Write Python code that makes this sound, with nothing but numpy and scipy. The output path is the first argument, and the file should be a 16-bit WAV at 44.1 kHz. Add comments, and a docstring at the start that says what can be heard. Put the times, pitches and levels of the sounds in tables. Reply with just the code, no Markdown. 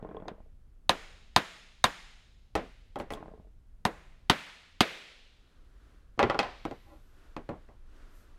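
"""Over a workshop's ventilation rumble, a hardwood chair frame judders across the bench, stick and slip. A
mallet taps once, then drives a cross piece home in three blows that crack and ring the frame's modes. The frame
bumps, the joint creaks and the frame judders again, and the next joint takes three blows. Cloth rustles, the
mallet clatters down, and the frame is stood on its edge with knocks, a soft scrape and sliding palms. Each hit
leaves a bright room tail, and a limiter holds down the hardest."""
import sys
import numpy as np
from scipy import signal
from scipy.fft import rfft, irfft, next_fast_len
from scipy.io import wavfile
from scipy.ndimage import uniform_filter1d, minimum_filter1d, map_coordinates

SR = 44100
rng = np.random.default_rng(int(sys.argv[2]) if len(sys.argv) > 2 else 0)


def bounce(signal):
    """Save signal as a 16-bit WAV file at the path given by the first command-line argument."""
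    frames = np.transpose(np.atleast_2d(signal))
    limited = np.clip(frames, -1, 1)
    pcm = np.round(limited * 32767).astype(np.int16)
    wavfile.write(sys.argv[1], SR, pcm)


N = 369558

# The mallet hits. Each row: start in seconds, strength in dB, place from 0 (first joint) to 1 (second),
# body in dB, hardness in dB.
MALLET_BLOWS = [(0.2818, -20, 0.045, 7.5, -7), (0.8935, 0.5, 0.18, 1, 1), (1.3622, 3, 0.16, -4.5, 1.5),
                (1.8408, 3, 0.036, -8.5, 0.5), (3.8518, 0.5, 0.68, -1.5, -7.5), (4.2977, 3, 0.85, -6, 3.5),
                (4.806, 0, 1, 3.5, 8)]
# The bench top's ring. Each row: pitch in Hz, time to fall 60 dB (t60) in seconds, level in dB.
BENCH_MODES = [(66.6, 0.13, -10), (112.4, 0.15, -10.5), (139, 0.043, -21), (243.3, 0.23, -11.5),
               (318.5, 0.068, 1.5), (447, 0.052, -9), (577, 0.11, -3.5), (688, 0.11, -10), (808, 0.08, 0.5),
               (1025, 0.11, -4.5), (1139, 0.1, -6.5), (1096, 0.03, -17), (1293, 0.079, -7),
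               (1405, 0.09, -9), (1813, 0.038, -18), (1980, .09, -10), (2143, 0.058, -16),
               (2555, 0.049, -8.5), (3210, 0.03, -9), (3280, 0.017, -13.5), (4280, 0.019, -9)]
# The wash of its countless weak modes. Each row: frequency in Hz, level in dB.
BENCH_GRAIN_COLOUR = [(50, 0), (130, 5), (280, 4.5), (500, 5.5), (800, 1), (1300, -8.5), (2000, -11.5),
                      (3300, -19), (4600, -26), (7000, -28), (11000, -28.5), (16000, -42)]
# How long that wash lasts. Each row: frequency in Hz, t60 in seconds.
BENCH_GRAIN_DECAY = [(100, 0.29), (500, 0.23), (1200, 0.27), (3000, 0.21), (10000, 0.055)]


def amp(db):
    return 10 ** (np.asarray(db) / 20)


def unit(x):
    return x / np.sqrt(np.mean(x ** 2) + 1e-20)


def along(points, hz):
    """Read (Hz, value) points on a log frequency axis."""
    freqs, values = np.transpose(points)
    return np.interp(np.log(hz + 1), np.log(freqs + 1), values)


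def curve(rows):
    """An automation lane: one value per sample from (seconds, value) rows."""
    return np.interp(np.arange(N) / SR, *np.transpose(rows))


def add(track, s, sound):
    """Mix a sound into the track at s seconds."""
    start = round(s * SR)
    sound = sound[max(-start, 0):]
    part = track[max(start, 0):][:len(sound)]
    part += sound[:len(part)]


def noise(colour, size):
    """Noise of rms 1, coloured by (Hz, dB) points."""
    padded = next_fast_len(size)
    gain = amp(along(colour, np.fft.rfftfreq(padded, 1 / SR)))
    return unit(irfft(rfft(rng.standard_normal(padded)) * gain, padded)[:size])


def burst(colour, size, decay_s):
    """A contact transient: noise that starts at once and dies fast."""
    return noise(colour, size) * np.exp(-np.arange(size) / SR / decay_s)


def wash(colour, decay, size):
    """Coloured noise in which each frequency dies at its own speed."""
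    hz, t, spectra = signal.stft(noise(colour, size), SR, nperseg=256)
    fade = amp(-60 * t / along(decay, hz)[:, None])
    return signal.istft(spectra * fade, SR, nperseg=256)[1][:size]


def eq(x, points, size=2048):
    """Minimum-phase EQ from (Hz, dB) points: nothing sounds before the contact."""
    cepstrum = irfft(np.log(amp(along(points, np.fft.rfftfreq(size, 1 / SR)))))
    cepstrum[1:size // 2] *= 2
    cepstrum[size // 2 + 1:] = 0
    impulse = irfft(np.exp(rfft(cepstrum)))
    return signal.fftconvolve(x, impulse)[:len(x)]


def ring(modes, scatter_db, flip_every=1):
    """Damped (Hz, t60, dB) modes, their levels scattered anew for each contact."""
    t = np.arange(SR // 3) / SR
    hz, t60, db = np.transpose(modes)[:, :, None]
    polarity = (-1) ** (np.arange(len(db)) // flip_every)[:, None]
    gain = polarity * amp(db + scatter_db * rng.standard_normal(db.shape))
    return np.sum(gain * np.exp(-np.log(1000) * t / t60) * np.sin(2 * np.pi * hz * t), axis=0)


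def swell(x, attack_s):
    """Round off the attack: vibration takes a moment to spread."""
    return x * (1 - np.exp(-np.arange(len(x)) / SR / attack_s))


def stroke(middle, half_length, db):
    """The envelope of a smooth hand movement that swells and fades."""
    return amp(db) * np.exp(-((np.arange(N) / SR - middle) / half_length) ** 2)


def ventilation():
    """A low rumble that ducks after each hard blow, stays down and comes back."""
    # The rumble's tone. Each row: frequency in Hz, level in dB.
    rumble_colour = [(10, -21), (22, 6), (32, -1.5), (50, -3.5), (80, -12.5), (120, -18), (170, -25.5),
                     (230, -26), (400, -38.5), (900, -68)]
    fall_s, hold_s, recover_s = 0.06, 0.14, 0.63
    corners = np.cumsum([0, fall_s, hold_s, recover_s])
    duck_db = np.zeros(N)
    for s, db, _, _, hard_db in MALLET_BLOWS:
        depth_db = 1.84 * (db + hard_db) - 1.5
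        duck_db = np.maximum(duck_db, depth_db * curve(list(zip(s + corners, [0, 1, 1, 0]))))
    return amp(-53 - duck_db) * noise(rumble_colour, N)


def hiss():
    """A faint, steady noise bed."""
    # The bed's tone. Each row: frequency in Hz, level in dB.
    hiss_colour = [(150, -26), (250, -6.5), (292, -28.5), (366, -14), (392, -14), (3510, -33),
                   (11600, -37.5), (15500, -48.5)]
    return amp(-78) * noise(hiss_colour, N)


def room_tail():
    """The workshop's diffuse tail: it gathers sound from all sides of the wood, so it is smooth."""
    # The tail's tone. Each row: frequency in Hz, level in dB.
    tail_colour = [(100, -5), (400, 0.5), (1000, 1.5), (2100, 3), (3700, -7.5), (5500, -15.5), (8000, -20),
                   (12000, -25), (16000, -33)]
    # The reverb time. Each row: frequency in Hz, t60 in seconds.
    tail_decay = [(150, 0.66), (500, 0.97), (1000, .8), (2200, 0.96), (4000, 1.33), (8000, 1.1),
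                  (14000, 0.65)]
    return swell(wash(tail_colour, tail_decay, 2 * SR), attack_s=0.004)


def shirt():
    """Cloth rustles once the arms start to move; sleeves swish as they reach and turn the frame."""
    # The fabric's tone. Each row: frequency in Hz, level in dB.
    cloth_colour = [(120, -35.5), (200, -11), (298, -0.5), (812, -13), (1430, -7.5), (2250, -17),
                    (3120, -17.5), (12200, -33.5), (15500, -44.5)]
    # The sleeve swishes. Each row: middle in seconds, half length in seconds, level in dB.
    swishes = [(5.92, 0.12, -82), (7.25, 0.1, -72.5), (7.912, 0.092, -74), (8.293, 0.15, -75)]
    folds_per_s, still_db, moving_db = 7, -85, -71
    folds = rng.standard_normal(N * folds_per_s // SR + 4)
    flutter_db = 2.2 * map_coordinates(folds, [np.arange(N) * folds_per_s / SR])
    movement = amp(curve([(5.15, still_db), (5.53, moving_db)]))
    movement += sum(stroke(*swish) for swish in swishes)
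    return movement * amp(flutter_db) * noise(cloth_colour, N)


def palms():
    """Palms hiss faintly over the sanded wood."""
    # The hand moves. Each row: middle in seconds, half length in seconds, level in dB.
    slides = [(6.9, 0.35, -78.5), (8.186, 0.069, -72.5)]
    # The airy tone of skin on wood. Each row: frequency in Hz, level in dB.
    palm_colour = [(2000, -6), (6000, 2), (10000, -1), (13000, 5), (15500, -26)]
    return sum(stroke(*slide) for slide in slides) * noise(palm_colour, N)


def scrape():
    """The frame's edge rubs the bench as it is lifted: friction noise through the bench's modes."""
    bench = ring(BENCH_MODES, scatter_db=0)
    friction = noise([(200, -9), (600, -4), (1200, -10), (4000, -15)], N)
    rubbed = signal.fftconvolve(friction, bench)[:N]
    return stroke(middle=6.93, half_length=0.056, db=-57) * unit(rubbed)


def slip(mid_db, sharp_db):
    """One little jump of wood on wood plucks the frame's rail."""
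    # The rail's ring. Each row: pitch in Hz, t60 in seconds, level in dB.
    rail_modes = [(199, 0.031, -21), (303, 0.14, -31.5), (436, 0.1, -24.5), (555, 0.01, -20),
                  (639, 0.046, -19.5), (765, 0.013, -18), (1070, 0.094, -35), (1610, 0.013, -40),
                  (2600, 0.0099, -51), (3370, .016, -36), (3840, 0.024, -58)]
    rail = ring(rail_modes, scatter_db=6.5, flip_every=2)
    grit_colour = [(150, 8), (1000, 27.5), (3500, 17), (8000, 0), (15000, -6.5)]
    grit = amp(-33.5) * burst(grit_colour, len(rail), decay_s=0.00068)
    sound = amp(-64.5) * room_tail()
    grain = amp(-30.5) * wash(BENCH_GRAIN_COLOUR, BENCH_GRAIN_DECAY, len(rail))
    add(sound, 0, rail + grit + grain)
    return eq(sound, [(200, 1.8), (600, 0), (1400, mid_db + 0.3 * sharp_db),
                      (3000, sharp_db), (10000, 3.1 * sharp_db - 6.5)])


def joint_creaks():
    """The joint creaks in a few single sharp ticks before the frame judders again."""
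    # The creaks of the joint. Each row: start in seconds, gain in dB.
    creaks = [(2.988, -25), (3.0132, -31.5), (3.123, -21.5), (3.1366, -22)]
    out = np.zeros(N)
    for s, db in creaks:
        add(out, s, amp(db) * slip(mid_db=5, sharp_db=9))
    return out


def judder(slips_per_push=9):
    """The pushed frame sticks and slips on two feet in turn, ending slower, weaker and duller."""
    # The pushes. Each row: first slip in seconds, fastest moment in seconds, shortest slip period in
    # seconds, strength in dB, opening sharpness in dB, dulling in dB per second.
    pushes = [(-0.05, 0.16, 0.0543, -20.5, -1, 26), (3.151, 3.19, 0.0535, -23.5, 4, 100)]
    # The voice of each foot. Each row: gain in dB, midrange in dB, sharpness in dB.
    feet = [(-0.5, 0.5, 0), (0, 5.5, -4)]
    fade_db_per_s2, slowing_s_per_s2, foot_lag_s = 319, 0.5, 0.022
    out = np.zeros(N)
    for start, fastest, period, strength_db, first_sharp_db, dulling in pushes:
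        s = start
        for _ in range(slips_per_push):
            db = strength_db - fade_db_per_s2 * max(s - fastest, 0) ** 2
            sharp_db = max(first_sharp_db - dulling * (s - start), -20)
            for foot, (foot_db, mid_db, foot_sharp_db) in enumerate(feet):
                sound = slip(mid_db, sharp_db + foot_sharp_db)
                add(out, s + foot * foot_lag_s, amp(db + foot_db) * sound)
            s += period + slowing_s_per_s2 * (s - fastest) ** 2
    return out


def bench_top(ring_scale):
    """One contact ticks and rings the bench top; a hand on the wood shortens the ring."""
    damped_modes = [(hz, ring_scale * t60, db) for hz, t60, db in BENCH_MODES]
    grain_decay = [(hz, ring_scale * t60) for hz, t60 in BENCH_GRAIN_DECAY]
    modes = ring(damped_modes, scatter_db=4, flip_every=3)
    grain = wash(BENCH_GRAIN_COLOUR, grain_decay, len(modes))
    tick_colour = [(300, 2), (1200, 5.5), (4500, -3), (9000, -20.5), (15000, -31.5)]
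    tick = burst(tick_colour, len(modes), decay_s=0.00147)
    return swell(amp(-24) * modes + amp(-21) * grain + amp(-16.5) * tick, attack_s=0.00054)


def knocks(landings, far_lag_s, far_db, click_db):
    """Wood lands on the bench, near end then far end; weight brings out bass, hardness treble."""
    out = np.zeros(N)
    for s, db, weight_db, hard_db, ring_scale in landings:
        knock = amp(-50) * room_tail()
        add(knock, 0, bench_top(ring_scale))
        add(knock, far_lag_s, amp(far_db) * eq(bench_top(ring_scale), [(1000, -3), (5000, -7.5)]))
        tone = [(140, 0.99 * weight_db - 3.5), (330, weight_db), (600, 0.34 * weight_db + 1.5),
                (1050, 0), (1900, 0.5 * hard_db), (4600, hard_db), (11000, hard_db + click_db)]
        add(out, s, amp(db) * eq(knock, tone))
    return out


def frame_bumps():
    """The frame bumps down, one leg just after the other; its sharp edges add a fine click."""
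    # The landings. Each row: start in seconds, strength, weight and hardness in dB, ring time factor.
    bumps = [(2.5528, -6.5, 1, 6, 0.97), (2.9575, -14.5, 0.5, -6, 0.84), (2.9993, -16.5, 2.5, 2, 0.81),
             (3.1045, -16.5, -0.5, 4, 1.16), (6.6517, -10, 2.5, -3.5, 0.56), (6.711, -17.5, 2, -5, 0.64),
             (7.3651, -16, 5.5, -2, 0.62), (7.4905, -14.5, 3.5, -8, 0.91), (7.688, -33.5, -2.5, -13, 0.95)]
    return knocks(bumps, far_lag_s=0.0037, far_db=-12.5, click_db=-1.5)


def mallet_drop():
    """The dropped mallet bounces, head just before handle; the rounded head clicks less."""
    # The clatter. Each row: start in seconds, strength, weight and hardness in dB, ring time factor.
    bounces = [(6.177, -31.5, 13.5, -10, 0.66), (6.1919, 3, -11.5, -0.5, 1.08),
               (6.2285, -0.5, 2.5, 2, 0.68), (6.2985, -1.5, -10.5, -0.5, 0.72),
               (6.3447, -7.5, -4.5, -10, 0.72), (6.3905, -3, -8, 11, 0.87), (6.4295, -14, -12.5, 4, 1.75)]
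    return knocks(bounces, far_lag_s=0.0086, far_db=-5.5, click_db=-12.5)


def struck_frame(place, ring_scale):
    """The contact cracks and the frame rings; the joint that is struck sets the mix of modes."""
    # The frame's ring. Each row: pitch in Hz, t60 in seconds, level in dB when struck at the first
    # joint, level in dB at the second.
    frame_modes = [(71, .06, -30.5, -35), (145, 0.019, -21.5, -13), (227, 0.041, -28, -17),
                   (313, 0.027, -40, -14), (399, 0.08, -37.5, -19.5), (560.5, 0.056, -34, -26),
                   (728, 0.035, -16.5, -18.5), (918, 0.022, -14.5, -12), (1028.5, 0.049, -13.5, -23),
                   (1210, 0.026, -19, -16), (1470, 0.0079, -12.5, -14.5), (1850, .012, -12, -14.5),
                   (2480, 0.0043, -16, -11.5), (3140, 0.0062, -18, -9), (3740, 0.014, -10.5, -21),
                   (4240, 0.0084, -18, -25), (4820, .009, -13.5, -23), (6428, 0.0085, -15.5, -27),
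                   (8500, 0.0069, -19, -26), (12640, .16, -57, -63.5), (12860, .16, -58, -63.5)]
    # The wash of its countless weak modes. Each row: frequency in Hz, level in dB.
    grain_colour = [(60, -16.5), (200, -2), (420, 1.5), (600, -0.5), (950, -5.5), (1500, -2.5),
                    (2500, -5.5), (3800, -4.5), (5500, -16.5), (9000, -21.5), (12000, -22.5), (16000, -39)]
    # How long that wash lasts. Each row: frequency in Hz, t60 in seconds.
    grain_decay = [(150, .15), (500, 0.17), (1000, 0.17), (3000, .09), (10000, 0.064)]
    excited = [(hz, ring_scale * t60, first_db + place * (second_db - first_db))
               for hz, t60, first_db, second_db in frame_modes]
    modes = ring(excited, scatter_db=1.5)
    grain = amp(-21.5) * swell(wash(grain_colour, grain_decay, len(modes)), attack_s=0.0015)
    crack_colour = [(500, -15), (2000, 1), (4500, 0), (9000, -12), (15000, -26)]
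    crack = amp(-15) * burst(crack_colour, len(modes), decay_s=0.0018)
    return swell(modes + crack, attack_s=0.00055) + grain


def mallet_blows():
    """Each blow rings frame and room and leaves the bench humming; a tight joint sounds harder."""
    # Treble that the stiffer first joint sends round the room. Each row: frequency in Hz, gain in dB.
    sheen = [(2500, -2), (3400, 0.5), (3900, 2), (4500, -0.5), (5200, 4), (5700, 0), (6300, 4), (7000, 6),
             (7700, 0), (9000, 2), (12000, -3)]
    t = np.arange(2 * SR) / SR
    bench_hum = amp(-60.5) * np.sin(2 * np.pi * 177 * t) * np.exp(-t / 0.16)
    out = np.zeros(N)
    for s, db, place, body_db, hard_db in MALLET_BLOWS:
        wood = struck_frame(place, ring_scale=1.2 if db < 0 else 1)  # the light tap rings longer
        tail = eq(room_tail(), [(hz, (1 - place) * lift_db) for hz, lift_db in sheen])
        blow = amp(0.29 * hard_db - 44) * tail
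        add(blow, 0, wood)
        thud_db = 3.5 * place - 1
        top_db = 0.46 * hard_db + 0.55 * min(db, 0)  # the tap's softer contact loses top end
        tone = [(180, thud_db), (450, body_db), (900, 0), (3500, hard_db), (9000, top_db)]
        add(out, s, amp(db) * (eq(blow, tone) + bench_hum))
    return out


def scene():
    """Everything at the bench, mixed in mono."""
    wood = frame_bumps() + mallet_drop() + mallet_blows() + judder() + joint_creaks() + scrape()
    return (wood + palms() + ventilation() + shirt() + hiss())[None]


def limiter(x, ceiling_db, window=64):
    """A fast look-ahead limiter that pulls the gain down around each peak."""
    needed_gain = np.minimum(1, amp(ceiling_db) / (np.abs(x) + 1e-9))
    return x * uniform_filter1d(minimum_filter1d(needed_gain, window), window)


def record(dry):
    """The master chain: limiter, then a brick-wall low-pass."""
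    cutoff_hz = 15900
    held = limiter(dry, ceiling_db=-4.2)
    padded = next_fast_len(N + SR // 2)
    passband = np.fft.rfftfreq(padded, 1 / SR) < cutoff_hz
    return irfft(rfft(held, padded) * passband, padded)[..., :N]


dry = scene()
out = record(dry)
bounce(out)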